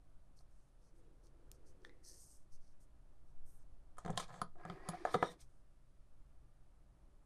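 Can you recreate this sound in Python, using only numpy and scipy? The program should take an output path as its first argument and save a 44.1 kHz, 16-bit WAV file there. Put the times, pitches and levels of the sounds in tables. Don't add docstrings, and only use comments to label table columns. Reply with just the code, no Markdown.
import sys
import numpy as np
from scipy import signal
from scipy.fft import rfft, irfft, next_fast_len
from scipy.io import wavfile
from scipy.ndimage import uniform_filter1d, map_coordinates

SR = 44100
rng = np.random.default_rng(int(sys.argv[2]) if len(sys.argv) > 2 else 0)


def makeup_ratio(level_db):
    decades = np.asarray(level_db, float) / 20
    return 10 ** decades


def log_audio(samples):
    frames = np.atleast_2d(samples).T
    limited = np.clip(frames, -1, 1)
    pcm = np.round(limited * 32767).astype(np.int16)
    wavfile.write(sys.argv[1], SR, pcm)


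N = 319945

# start_s, knock_db, then relative to it boom_db, body_db, panel_db
BLOWS = [(3.983, -40, -36, -21, -11), (4.0486, -43, 1.5, 0, -3.5), (4.06, -38.5, -1, -6, -3.5),
         (4.0963, -40.5, 11.5, 3.5, 1), (4.1753, -28.5, -12, -24, -6.5),
         (4.1989, -33.5, -24.5, -14.5, -9.5), (4.4165, -24.5, -9.5, -20, -14),
         (4.651, -40.5, -0.5, -9, -1.5), (4.699, -38, -3, -9.5, -7), (4.8874, -34, 2, -19.5, -3.5),
         (5.0514, -27, -32, -18, 2), (5.1433, -20.5, -14.5, -14, -7), (5.1512, -28.5, -1.5, -0.5, -3.5),
         (5.2266, -18, -16.5, -9, -6)]
# mode1_db, mode2_db, mode3_db, mode4_db
BLOW_SPOT = [(0, 5.5, -3, -6), (-4, 2, 3.5, 1), (-3.5, -1.5, 0.5, 0.5), (2.5, -3.5, 1, 0.5),
             (-0.5, -9, 2, 4), (-0.5, -3, -1, 2.5), (2.5, 7, -3, -11), (-5, 9, 6, -8), (-3.5, 3.5, -5, 7),
             (2.5, 1.5, -5.5, 0.5), (-6.5, -1, 1, -7), (-4.5, 5, -14, 3), (1, -0.5, -6, 3),
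             (-1, 3.5, -0.5, 3)]
# mode1_db, mode2_db, mode3_db, mode4_db
FURTHER_SPOT = (-4, 0.5, 0.5, 0.5)
BLOW_FIRST_HZ = [1046, 1046, 1046, 1046, 1040, 1050, 1050, 1060, 1046, 1046, 1000, 950, 950, 984]
# start_s,
# knock_db, softness_ratio (0 nail, 1 finger pad)
FURTHER_KNOCKS = [(0.406, -67, 0.54), (0.735, -78, 0.67), (3.9705, -57.5, 0.05), (4.0773, -40, 0.49), (4.083, -46, 1),
                  (4.1, -47.5, 0.74), (4.137, -54.5, 0.8), (4.1811, -35, 0.22), (4.2049, -42.5, 0.29),
                  (4.2237, -46, 0.25), (4.234, -51, .5), (4.2935, -52, 0.32), (4.3035, -46.5, 0.18),
                  (4.314, -56, 0.33), (4.3413, -45.5, 0.32), (4.3605, -49.5, 0.42), (4.556, -60.5, 0.75),
                  (4.584, -63, 0.22), (4.598, -53.5, .3), (4.613, -51.5, .1), (4.636, -53, .2), (4.6602, -43, 0.16),
                  (4.721, -60, .1), (4.7991, -53, 0.34), (4.9342, -43, 0.56), (5.0705, -37.5, 0.19),
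                  (5.0734, -44, 0.19), (5.082, -43.5, .2), (5.0885, -44, 0.37), (5.095, -49, 0.17),
                  (5.1407, -31.5, 0.14), (5.1463, -33, 0.22), (5.157, -37, 0.59), (5.1642, -53, 0.62),
                  (5.2249, -40.5, 0.26), (5.247, -41, 0.3)]
# pitch_hz, level_db, t60_s
BOOM_MODES = [(162, 1, 0.093), (183, 0, 0.1), (127.4, -23, 0.13)]
BODY_MODES = [(295, -8.5, 0.065), (336.4, -9, 0.11), (410, -2, 0.091), (502.6, 2, 0.08)]
PANEL_MODES = [(597, -4, 0.032), (735, 2.5, 0.029), (886, -20.5, 0.14)]
KNOCK_MODES = [(1035, 0, 0.038), (1250, 0, 0.034), (1670, -3, 0.02), (1945, -10, 0.018)]
# start_s, peak_db, width_s
FLICKS = [
    (4.0497, -36.5, 0.0004),
    (4.061, -36, 0.00078),
    (4.0989, -34.5, 0.00078),
    (4.104, -34, .0008),
    (4.6985, -46, 0.00049),
    (5.2268, -29, 0.00026),
]
# start_s, level_db, upper_mode_db
EDGE_BLOWS = [
    (5.0512, -43, 1.5),
    (5.1435, -30.5, -11),
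    (5.1517, -39, -8),
    (5.2265, -34, -12),
    (4.06, -57.5, 0),
]
# pitch_hz, level_db, t60_s
EDGE_MODES = [(476.6, -0.5, 0.12), (705, -6.5, .1)]
# start_s, click_db, snap_db (relative to the click), t60_s
CLICKS = [(3.97, -66.5, 2, 0.016), (3.983, -62.5, 8.5, 0.054), (4.0497, -49, -4, 0.0091),
          (4.061, -48.5, 0, 0.0093), (4.079, -53, -5, 0.013), (4.0834, -62, -3, 0.013),
          (4.1029, -55.5, 11, 0.013), (4.1282, -57, -15, 0.019), (4.1705, -46, -4, 0.016),
          (4.1755, -17, -8, 0.0061), (4.1794, -52, 9, 0.015), (4.1955, -44, -3, .012),
          (4.1988, -38, -1, 0.01), (4.2015, -43, -6, 0.0091), (4.2045, -51, -8, 0.01),
          (4.2028, -48.5, 3, 0.036), (4.2274, -53, -4, 0.011), (4.2804, -58, -3, 0.012),
          (4.2934, -61, -11, 0.014), (4.3262, -68, -8, .012), (4.3415, -56, -4, 0.02),
          (4.3586, -57, -4, .012), (4.418, -29, -7, 0.0035), (4.598, -68, -10, 0.0083),
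          (4.6119, -69, -9, 0.011), (4.6519, -49.5, 0.5, 0.0054), (4.6987, -39.5, -17, 0.0082),
          (4.8888, -37.5, 1, 0.0097), (5.0496, -52, 0, 0.026), (5.1415, -36.5, -7, 0.011),
          (5.1435, -29.5, -13, 0.0081), (5.1465, -45, -10, 0.007), (5.1528, -51, 2, 0.01),
          (5.2235, -47, -7, .01), (5.2268, -37.5, -11, 0.015)]
FAINT_CLICKS = [
    (4.139, -67, -7.5, .008),
    (4.158, -65, 8, 0.011),
    (4.303, -66, -6, .01),
]
# pitch_hz, width_hz, level_db
CLICK_PEAKS = [(3180, 600, 7), (4450, 2700, -3.5), (5800, 480, -8)]
# pitch_hz, width_hz, level_db
SNAP_PEAKS = [(6500, 1800, -0.5), (9550, 2500, 1.5), (10260, 3000, -2)]
# start_s, length_s, level_db, weight_db (boom), grit_db (hiss)
STROKES = [(3.988, 0.063, -75, -7, -12), (4.09, 0.15, -68, -1.5, -21), (4.188, 0.051, -67.5, -18, 8),
           (4.289, 0.14, -67, 5, -11.5), (4.585, 0.12, -73.5, 3, -37), (4.677, 0.065, -69, 11.5, -31),
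           (4.76, 0.19, -67.5, -8, -22), (4.875, 0.15, -67.5, -12.5, -4.5),
           (5.058, 0.089, -60.5, -19.5, -3), (5.165, 0.1, -65, -5.5, -9), (5.241, 0.093, -70, -1.5, -1),
           (5.403, 0.014, -81, -5, 10)]
# pitch_hz, width_hz, level_db
RUB_PEAKS = [(500, 110, -7.5), (620, 76, -2.5), (740, 160, -3.5)]
# pitch_hz, density_db
GRIT_COLOUR = [(1470, -39), (2300, -1.5), (2780, -17.5), (3200, -5.5), (3660, -6), (4550, -7), (5650, -9),
               (7830, -20.5), (8660, -12.5), (15400, -38.5), (16000, -55)]
# time_s, level_db
PALM = [
    (4.54, -76.5),
    (4.69, -57),
    (4.784, -65),
    (4.84, -61),
    (5.12, -61.5),
    (5.182, -65),
    (5.308, -79),
    (5.37, -65.5),
]
# pitch_hz, width_hz, level_db
PALM_PEAKS = [(322.4, 74, -4.5), (411, 27, -3.5)]
# pitch_hz, half_length_s, peak_db
CHIRP = [
    (728, 0.0094, -41),
]
# time_s, level_db, pitch_hz
GROAN = [(4.72, -80, 339.3), (4.75, -62, 346), (4.8, -65, 384.3), (4.84, -64, 389), (4.88, -66, 370.6),
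         (4.95, -67, 380), (4.99, -63, 363), (5.03, -61, 348), (5.08, -73.5, 350)]
# time_s, level_db, pitch_hz
PANEL_SKID = [(4.55, -79, 691), (4.565, -68, 693), (4.62, -71, 720), (4.7, -78, 740), (4.84, -72, 760),
              (4.88, -61.5, 756), (4.92, -58, 740), (4.98, -72, 730)]
# time_s, level_db, pitch_hz
WRIST_LEAN = [(4.1, -68, 119), (4.13, -57, 116), (4.17, -52, 114), (4.215, -58, 115), (4.24, -66, 117.2),
              (4.28, -66, 120), (4.3, -61, 120), (4.4, -63.5, 117), (4.44, -74.5, 118)]
# pitch_hz, level_db, t60_s
STEEL_MODES = [(4600, 2, 0.018), (6850, 3, 0.014), (10230, -10, 0.043), (10040, -14.5, .095),
               (11600, -20, 0.024), (13300, -23.5, .02)]
CHINK_S = [4.416, 4.888, 5.051, 4.175]
CHINK_DB = [-47, -43, -67.5, -62]
CHINK_LOW_DB = [1, -1, 18, -11]
CHINK_LEAN_DB = [4, -1, -14, 0.5]
# start_s, length_s, level_db
FLAT_DRAGS = [
    (4.644, 0.107, -72),
    (4.85, 0.11, -69),
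    (4.95, .2, -78),
]
# pitch_hz, width_hz, level_db
FLAT_PEAKS = [(1783, 270, -1.5), (2350, 350, -1.5), (4750, 410, -8.5), (9510, 700, -16)]
# start_s, length_s, level_db
EDGE_DRAGS = [
    (5.235, 0.045, -61),
    (5.18, .02, -71),
    (5.3, 0.022, -65.5),
]
# pitch_hz, width_hz, level_db
EDGE_PEAKS = [(1995, 90, -2.5), (3040, 120, -7), (3676, 140, 2), (4170, 90, -6.5), (5600, 150, -4.5),
              (8566, 360, -10), (9500, 300, -14), (13000, 500, -31), (15000, 500, -33.5)]
BRUSH_S = [4.33, 4.295]
# length_s, level_db
BRUSHES = [
    (0.062, -74),
    (0.0091, -77),
]
# pitch_hz, width_hz, level_db
BRUSH_PEAKS = [(3300, 340, -3), (4500, 400, -2.5), (6400, 350, -0.5), (7700, 1000, -2), (9400, 250, -6)]
# start_s, length_s, level_db
AIR = [(4.418, .004, -74), (4.888, .008, -66), (5.144, .003, -68.5), (5.153, .006, -78), (5.223, .006, -73),
       (5.26, .07, -83), (5.405, .015, -85), (1.516, .004, -72), (2.08, .07, -87), (2.17, .06, -87),
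       (3.462, .05, -86), (4.176, .03, -75)]
# pitch_hz, width_hz, level_db
AIR_PEAKS = [(13200, 600, -0.5), (14200, 250, -4), (15050, 300, -1)]
# time_s, level_db, pitch_hz
RING_SKID = [(4.58, -80, 1607), (4.62, -74, 1620), (4.68, -70, 1680), (4.77, -76, 1780), (4.85, -72, 1975),
             (4.93, -72.5, 1894), (5.02, -74, 1800), (5.05, -85, 1800)]
# time_s, level_db, pitch_hz
BLADE_TIP = [(5.16, -79.5, 2080), (5.195, -61.5, 2030), (5.225, -61.5, 1990), (5.255, -58.5, 2030),
             (5.285, -67, 1900), (5.33, -72, 1850)]
# time_s, level_db, pitch_hz
BLADE_SHIMMER = [(5.19, -85, 3600), (5.215, -63, 3650), (5.24, -64.5, 3700), (5.26, -59, 3720),
                 (5.29, -63.5, 3700), (5.31, -80, 3650)]
# time_s, level_db, centre_hz
YARN_PULL = [(2.02, -98, 6300), (2.045, -64, 6150), (2.092, -58, 6400), (2.136, -65.5, 6600),
             (2.212, -64.5, 7340), (2.27, -67.5, 7300), (2.32, -66, 7350), (2.372, -73, 7450),
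             (2.39, -82, 7500), (2.45, -90, 7400)]
# start_s, length_s, level_db, centre_hz
YARN_TUGS = [(0.371, 0.039, -77.5, 6500), (0.508, 0.18, -89.5, 7200), (0.82, 0.07, -84.5, 5300),
             (0.956, 0.044, -85.5, 7300), (1.238, 0.038, -80, 5900), (1.525, 0.03, -78, 6550),
             (1.666, 0.044, -77, 6740), (1.843, 0.027, -81, 4750), (2.524, 0.035, -74, 6100),
             (2.613, 0.032, -83.5, 5750), (2.67, 0.052, -84, 5700), (2.808, 0.03, -79, 7300),
             (3.27, .04, -89.5, 6860), (3.465, 0.044, -74.5, 8300), (3.52, 0.058, -79.5, 8640),
             (3.594, .035, -84.5, 7150), (5.118, .02, -67, 7350), (5.307, 0.017, -71, 7680),
             (5.409, 0.0054, -63.5, 6830), (5.44, 0.17, -92.5, 7300)]
# pitch_hz, density_db
WOOL_DULL = [(1500, -50), (2600, -27), (3700, -24), (4300, -4), (6100, 2), (7200, -9), (8700, -3),
             (10000, -8), (12300, -14), (16000, -30)]
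WOOL_BRIGHT = [(1500, -41.5), (4400, -19.5), (5100, -6.5), (6400, -2.5), (7500, -6), (8500, 1.5),
               (10300, -9), (12200, -7.5), (13300, -22), (16000, -36)]
# start_s, peak_db, centre_hz, spread_ratio
FIBRE_SNAPS = [(.385, -56, 4700, 0.99), (.39, -38, 4500, 1.1), (0.411, -55, 4600, 1.1),
               (1.27, -54, 5500, 1.7), (1.516, -36.5, 6500, 2.03), (1.82, -59, 5200, 1.2),
               (2.044, -55, 6000, 1.5), (3.983, -35, 9300, 1.15), (1.521, -48, 5200, 1.1),
               (1.8492, -54, 6000, 1), (1.895, -54, 5200, 1.1), (2.097, -48, 5800, 1.25),
               (2.058, -50, 6300, 1.1)]
# start_s, peak_db, pitch_hz, brightness_db, t60_s
TICKS = [
    (1.8491, -43.5, 1810, -20, 0.015),
    (1.8947, -55.5, 1970, -37, 0.013),
]
# time_s, level_db, pitch_hz
THREAD_SQUEAK = [(1.885, -98, 2080), (1.9, -74, 2030), (1.96, -83, 2010), (1.975, -91, 1980),
                 (2.01, -80, 1920), (2.05, -85, 1885), (2.1, -79, 1790), (2.16, -86, 1860),
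                 (2.2, -93, 1780)]
# time_s, level_db, whine_hz
DRONE = [(0.75, -90, 326.6), (1.046, -74.5, 334.7), (1.164, -79, 344.3), (1.8, -74, 351),
         (1.87, -67.5, 364.4), (2.036, -80.5, 359.6), (2.13, -74, 359), (2.3, -91, 338)]
# pitch_hz, width_hz, level_db
DRONE_PEAKS = [(337, 79, 2.5), (507, 71, 0), (1030, 690, -20)]
# pitch_hz, density_db
ROOM_TONE = [(12, -32), (20, 1.5), (32, -8.5), (65, -13.5), (92, -26), (124, -19), (190, -32), (216, -40),
             (270, -28.5), (406, -34), (446, -41.5), (589, -33), (1700, -47), (2210, -76), (3740, -120)]
# pitch_hz, width_hz, level_db
HUM_PEAKS = [(49.4, 16, -0.5), (125, 8.5, -5), (184, 13, -10.5), (594, 110, -28), (1186, 160, -28.5)]
# time_s, level_db
SWAY = [(0, -59.5), (2.3, -60), (2.6, -47.5), (3, -62), (3.45, -40.5), (3.8, -57.5), (4.1, -48),
        (4.7, -55.5), (5.3, -61.5), (6.2, -59), (7.25, -69.5)]
# pitch_hz, density_db
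HISS_COLOUR = [(1700, 0), (2000, -4.5), (2800, -6.5), (5800, -9), (7900, -10), (8100, -6.5), (9500, -8),
               (12000, -10.5), (16000, -27.5)]
# pitch_hz, t60_s
WALLS = [(150, 0.27), (1000, 0.15), (5000, 0.14), (12000, 0.03)]
# pitch_hz, level_db
MIC = [(20, 0), (11000, -0.5), (13000, -3.5), (15000, -10), (16000, -12)]


def unit(x):
    return x / np.sqrt(np.mean(x ** 2) + 1e-20)


def along(points, hz):
    f, v = np.transpose(points)
    return np.interp(np.log(hz + 1), np.log(f + 1), v)


def curves(rows):
    s, *cols = np.transpose(rows)
    return [np.interp(np.arange(N) / SR, s, c) for c in cols]


def sounding(rows):
    t = np.arange(N) / SR
    return uniform_filter1d(1. * (t > rows[0][0]) * (t < rows[-1][0]), size=900)


def swell(s, length, db, rise, fall):
    t = np.arange(N) / SR - s
    away = np.maximum(np.maximum(-t / rise, (t - length) / fall), 0)
    return makeup_ratio(db - 20 * away.clip(max=9))


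def wobble(rate):
    return map_coordinates(rng.standard_normal(int(N * rate / SR) + 4), [np.arange(N) * rate / SR])


def filtered(x, response):
    m = next_fast_len(N + SR // 2)
    return irfft(rfft(x, m) * response(np.fft.rfftfreq(m, 1 / SR)), m)[..., :N]


def resonant(peaks):
    return lambda f: sum((-1) ** k * makeup_ratio(db) * 1j * f * w / (c * c - f * f + 1j * f * w)
                         for k, (c, w, db) in enumerate(peaks))


def noise(response, grain_db=0, rate=300):
    return unit(filtered(rng.standard_normal(N) * makeup_ratio(grain_db * wobble(rate)), response))


def whine(rows, width_hz, steady=0.6):
    db, hz = curves(rows)
    narrow = steady + 0.75 * noise(lambda f: 1 / (1 + (f / width_hz) ** 2))
    tone = np.sin(2 * np.pi * np.cumsum(hz) / SR) * np.sqrt(2)
    return sounding(rows) * makeup_ratio(db) * narrow * tone


def shifted(modes, extra_db):
    return modes + np.outer(extra_db, [0, 1, 0])


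def ring(modes, t, draw):
    hz, db, t60 = np.transpose(modes)[:, :, None]
    level, detune, phase = draw[:, :len(modes), None]
    tones = np.sin(2 * np.pi * hz * (1 + .012 * detune) * t + .4 * phase)
    x = np.sum(makeup_ratio(db + 2 * level - 60 * t / t60) * tones, axis=0)
    x = x * (1 - np.exp(-t * hz.mean() / 1.1))
    return x / np.abs(x).max()


def add_at(out, s, x):
    out[round(s * SR):][:len(x)] += x


def knocks():
    out, t = np.zeros(N + SR), np.arange(SR // 4) / SR
    nail_db, pad_db = np.array([-28, -23.5, -13]), np.array([6.5, 3.5, 7])
    taps = [(s, db, *(nail_db + soft * (pad_db - nail_db))) for s, db, soft in FURTHER_KNOCKS]
    blows = list(BLOWS) + taps
    spots = list(BLOW_SPOT) + [FURTHER_SPOT] * len(taps)
    firsts = list(BLOW_FIRST_HZ) + [KNOCK_MODES[0][0]] * len(taps)
    draws = rng.standard_normal((len(blows), 4, 3, 8))
    force = 0.41 + 0.48 * makeup_ratio(-60 * t / 0.028)
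    for (s, db, boom_db, body_db, panel_db), draw, spot_db, first_hz in zip(blows, draws, spots, firsts):
        knock_modes = shifted([(first_hz, *KNOCK_MODES[0][1:]), *KNOCK_MODES[1:]], spot_db)
        x = makeup_ratio(db + 0.1) * ring(knock_modes, t, draw[0])
        x += makeup_ratio(db + boom_db) * ring(BOOM_MODES, t, draw[1])
        x += makeup_ratio(db + body_db + 2) * ring(BODY_MODES, t, draw[2])
        x += makeup_ratio(db + panel_db + 5) * ring(PANEL_MODES, t, draw[3])
        add_at(out, s, -force * x)
    return out[:N]


def flicks():
    out, t = np.zeros(N + SR), np.arange(SR // 4) / SR
    for s, db, width in FLICKS:
        u = t / width
        add_at(out, s, -makeup_ratio(db) * u * (1 - u / 3) * np.exp(1 - u))
    for s, db, upper_db in EDGE_BLOWS:
        modes = shifted(EDGE_MODES, [0, upper_db])
        add_at(out, s, -makeup_ratio(db) * ring(modes, t, rng.standard_normal((3, 2))))
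    return out[:N]


def clicks():
    low, high, spikes = np.zeros(N + SR), np.zeros(N + SR), np.zeros((2, N))
    t = np.arange(SR // 4) / SR
    rise = 1 - np.exp(-t / 0.00051)
    for s, db, snap_db, t60 in list(CLICKS) + list(FAINT_CLICKS):
        burst = (makeup_ratio(-60 * t / t60) + 0.15 * makeup_ratio(-60 * t / (7 * t60))) * rise
        add_at(low, s, makeup_ratio(db - 7) * burst)
        add_at(high, s, makeup_ratio(db + snap_db - 6.5) * burst)
        spikes[:, round(s * SR)] -= makeup_ratio([db + 3, db + snap_db + 5])
    dull = lambda hz: resonant(CLICK_PEAKS)(hz) / (1 + (hz / 6500) ** 6) / (1 + (2900 / (hz + 1)) ** 12)
    sharp = lambda hz: resonant(SNAP_PEAKS)(hz) / (1 + (5500 / (hz + 1)) ** 6) / (1 + (hz / 13500) ** 6)
    bursts = low[:N] * noise(dull) + high[:N] * noise(sharp)
    return bursts + filtered(spikes[0], dull) + filtered(spikes[1], sharp)


def sliding():
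    boom = body = knock = grit = 0
    for s, length, db, weight_db, grit_db in STROKES:
        stroke = swell(s, length, db, rise=0.021, fall=0.031)
        boom = boom + stroke * makeup_ratio(weight_db)
        body = body + stroke * makeup_ratio(3 + 0.2 * weight_db)
        knock = knock + stroke
        grit = grit + stroke * makeup_ratio(grit_db)
    broad = lambda modes: resonant([(hz, 3 / t60, db) for hz, db, t60 in modes])
    out = boom * noise(broad(BOOM_MODES), 2.5, 40) + body * noise(resonant(RUB_PEAKS), 1.5, 90)
    out += knock * noise(lambda hz: broad(KNOCK_MODES)(hz) / (1 + (hz / 2600) ** 6), 1.5, 150)
    out += grit * noise(lambda hz: makeup_ratio(along(GRIT_COLOUR, hz)), 1.5, 400)
    palm = noise(lambda hz: resonant(PALM_PEAKS)(hz) ** 2, 2.1, 25)
    out += sounding(PALM) * makeup_ratio(curves(PALM)[0]) * palm
    hz, half, db = CHIRP[0]
    t = np.arange(N) / SR - 4.949
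    out += makeup_ratio(db) * np.exp(-(t / half) ** 2) * np.sin(2 * np.pi * hz * t)
    return out + whine(GROAN, width_hz=24) + whine(PANEL_SKID, width_hz=31) + whine(WRIST_LEAN, width_hz=7)


def blades():
    chinks, t = np.zeros(N + SR), np.arange(SR // 4) / SR
    draws = 0.4 * rng.standard_normal((len(CHINK_S), 3, 8))
    for s, db, low_db, lean_db, draw in zip(CHINK_S, CHINK_DB, CHINK_LOW_DB, CHINK_LEAN_DB, draws):
        low = ring(shifted(STEEL_MODES[:2], [lean_db, 0]), t, draw)
        add_at(chinks, s, makeup_ratio(db) * (ring(STEEL_MODES[2:], t, draw) + makeup_ratio(low_db) * low))
    rattle = 0.9 + 0.55 * wobble(rate=900) + 0.3 * wobble(rate=82)
    flat = sum(swell(*row, rise=0.048, fall=0.12) for row in FLAT_DRAGS)
    edge = sum(swell(*row, rise=0.05, fall=0.01) for row in EDGE_DRAGS)
    brush = sum(swell(s, *row, rise=0.016, fall=0.02) for s, row in zip(BRUSH_S, BRUSHES))
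    air = sum(swell(*row, rise=0.004, fall=0.012) for row in AIR)
    drag = flat * noise(lambda hz: resonant(FLAT_PEAKS)(hz) ** 1.3 / (1 + (hz / 10500) ** 6), 2.1, 200)
    drag += edge * noise(resonant(EDGE_PEAKS), 1.2, 60)
    drag += brush * noise(lambda hz: resonant(BRUSH_PEAKS)(hz) ** 1.6, 1.7, 300)
    drag += air * noise(lambda hz: resonant(AIR_PEAKS)(hz) ** 2)
    skids = whine(RING_SKID, width_hz=28) + whine(BLADE_TIP, width_hz=30) + whine(BLADE_SHIMMER, width_hz=70)
    return chinks[:N] * rattle + drag + skids


def yarn():
    bright_colour = lambda hz: makeup_ratio(along(WOOL_BRIGHT, hz))
    taut_hz = 7460
    taut_colour = lambda hz: bright_colour(hz) * (hz / taut_hz) ** 2 / (1 + (taut_hz / (hz + 1)) ** 6)
    dull = noise(lambda hz: makeup_ratio(along(WOOL_DULL, hz)), 1.7, 500)
    bright = noise(bright_colour, 0.98, 380)
    taut = noise(taut_colour)

    def fibres(centre_hz):
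        turn = np.clip((centre_hz - 6000) / 1500, 0, 2) * np.pi / 2
        outer = np.where(turn < np.pi / 2, dull, taut)
        return np.abs(np.cos(turn)) ** 0.83 * outer + np.sin(turn) * bright

    db, centre_hz = curves(YARN_PULL)
    out = sounding(YARN_PULL) * makeup_ratio(db) * fibres(centre_hz)
    for s, length, db, hz in YARN_TUGS:
        out += swell(s, length, db, rise=0.016, fall=0.03) * fibres(hz)
    return out * makeup_ratio(1.1 * wobble(35))


def snaps():
    out, t = np.zeros(N), np.arange(400) / SR
    for s, db, hz, spread in FIBRE_SNAPS:
        burst = (t == 0) + 0.15 * makeup_ratio(-60 * t / 0.006) * rng.standard_normal(len(t))
        spread = max(spread, 1.1)
        band = signal.butter(2, [hz / spread, min(spread * hz, 17000)], "band", fs=SR, output="sos")
        add_at(out, s, makeup_ratio(db + 6) * signal.sosfilt(band, burst))
    return out


def needle():
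    out, t = np.zeros(N + SR), np.arange(SR // 10) / SR
    for s, db, hz, bright_db, t60 in TICKS:
        partner = 0.69 * makeup_ratio(-60 * t / 0.013) * np.sin(2 * np.pi * 1.93 * hz * t)
        tone = np.sin(2 * np.pi * hz * t) + partner
        crack = makeup_ratio(bright_db + 4 - 60 * t / 0.017) * uniform_filter1d(rng.standard_normal(len(t)), size=4)
        add_at(out, s, makeup_ratio(db + 0.5) * (tone * makeup_ratio(-60 * t / t60) + crack))
    return out[:N] + whine(THREAD_SQUEAK, width_hz=170, steady=0)


def room(x):
    hz, t, z = signal.stft(rng.standard_normal(SR // 2), SR, nperseg=256)
    decay = makeup_ratio(-60 * t / along(WALLS, hz)[:, None])
    tail = signal.istft(z / (np.abs(z) + 1e-9) * decay, SR, nperseg=256)[1]
    delayed = np.pad(x, (350, 0))
    return signal.fftconvolve(delayed, tail / np.linalg.norm(tail))[:N]


def background():
    tone = makeup_ratio(-64 + 1.1 * wobble(2.7)) * noise(lambda hz: makeup_ratio(along(ROOM_TONE, hz)) * (hz < 1700))
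    hiss = makeup_ratio(-88) * noise(lambda hz: makeup_ratio(along(HISS_COLOUR, hz)) * (hz >= 1700))
    hum = makeup_ratio(-73.5 + 0.44 * wobble(2.4)) * noise(resonant(HUM_PEAKS))
    drone = sounding(DRONE) * makeup_ratio(curves(DRONE)[0] + 0.5) * noise(resonant(DRONE_PEAKS), 0.44, 15)
    drone += makeup_ratio(-5) * whine(DRONE, width_hz=9.6)
    rocking = noise(lambda f: resonant([(4.2, 4, 0), (11, 3, -3)])(f) / (1 + (f / 14) ** 10))
    return tone + hiss + hum + drone + makeup_ratio(curves(SWAY)[0]) * rocking


def scene():
    near = knocks() + flicks() + clicks() + blades() + needle()
    return (near + makeup_ratio(-14.5) * room(near) + sliding() + yarn() + snaps() + background())[None]


def band_limit(x):
    return signal.sosfilt(signal.butter(12, 16330, fs=SR, output="sos"), x)


def record(dry):
    heard = filtered(dry, lambda hz: makeup_ratio(along(MIC, hz)))
    hz, _, z = signal.stft(heard, SR, nperseg=1024)
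    gates = ((12050, 12800, -114), (12800, 13500, -115), (13500, 14800, -114), (14800, 15700, -117),
             (15700, SR, -100))
    for lo, hi, gate_db in gates:
        band = (hz >= lo) & (hz < hi)
        power = np.mean(np.abs(z[:, band]) ** 2, axis=1, keepdims=True)
        z[:, band] *= power > makeup_ratio(2 * gate_db)
    mix = signal.istft(z, SR, nperseg=1024)[1][:, :N]
    return band_limit(mix)


dry = scene()
out = record(dry)
log_audio(out)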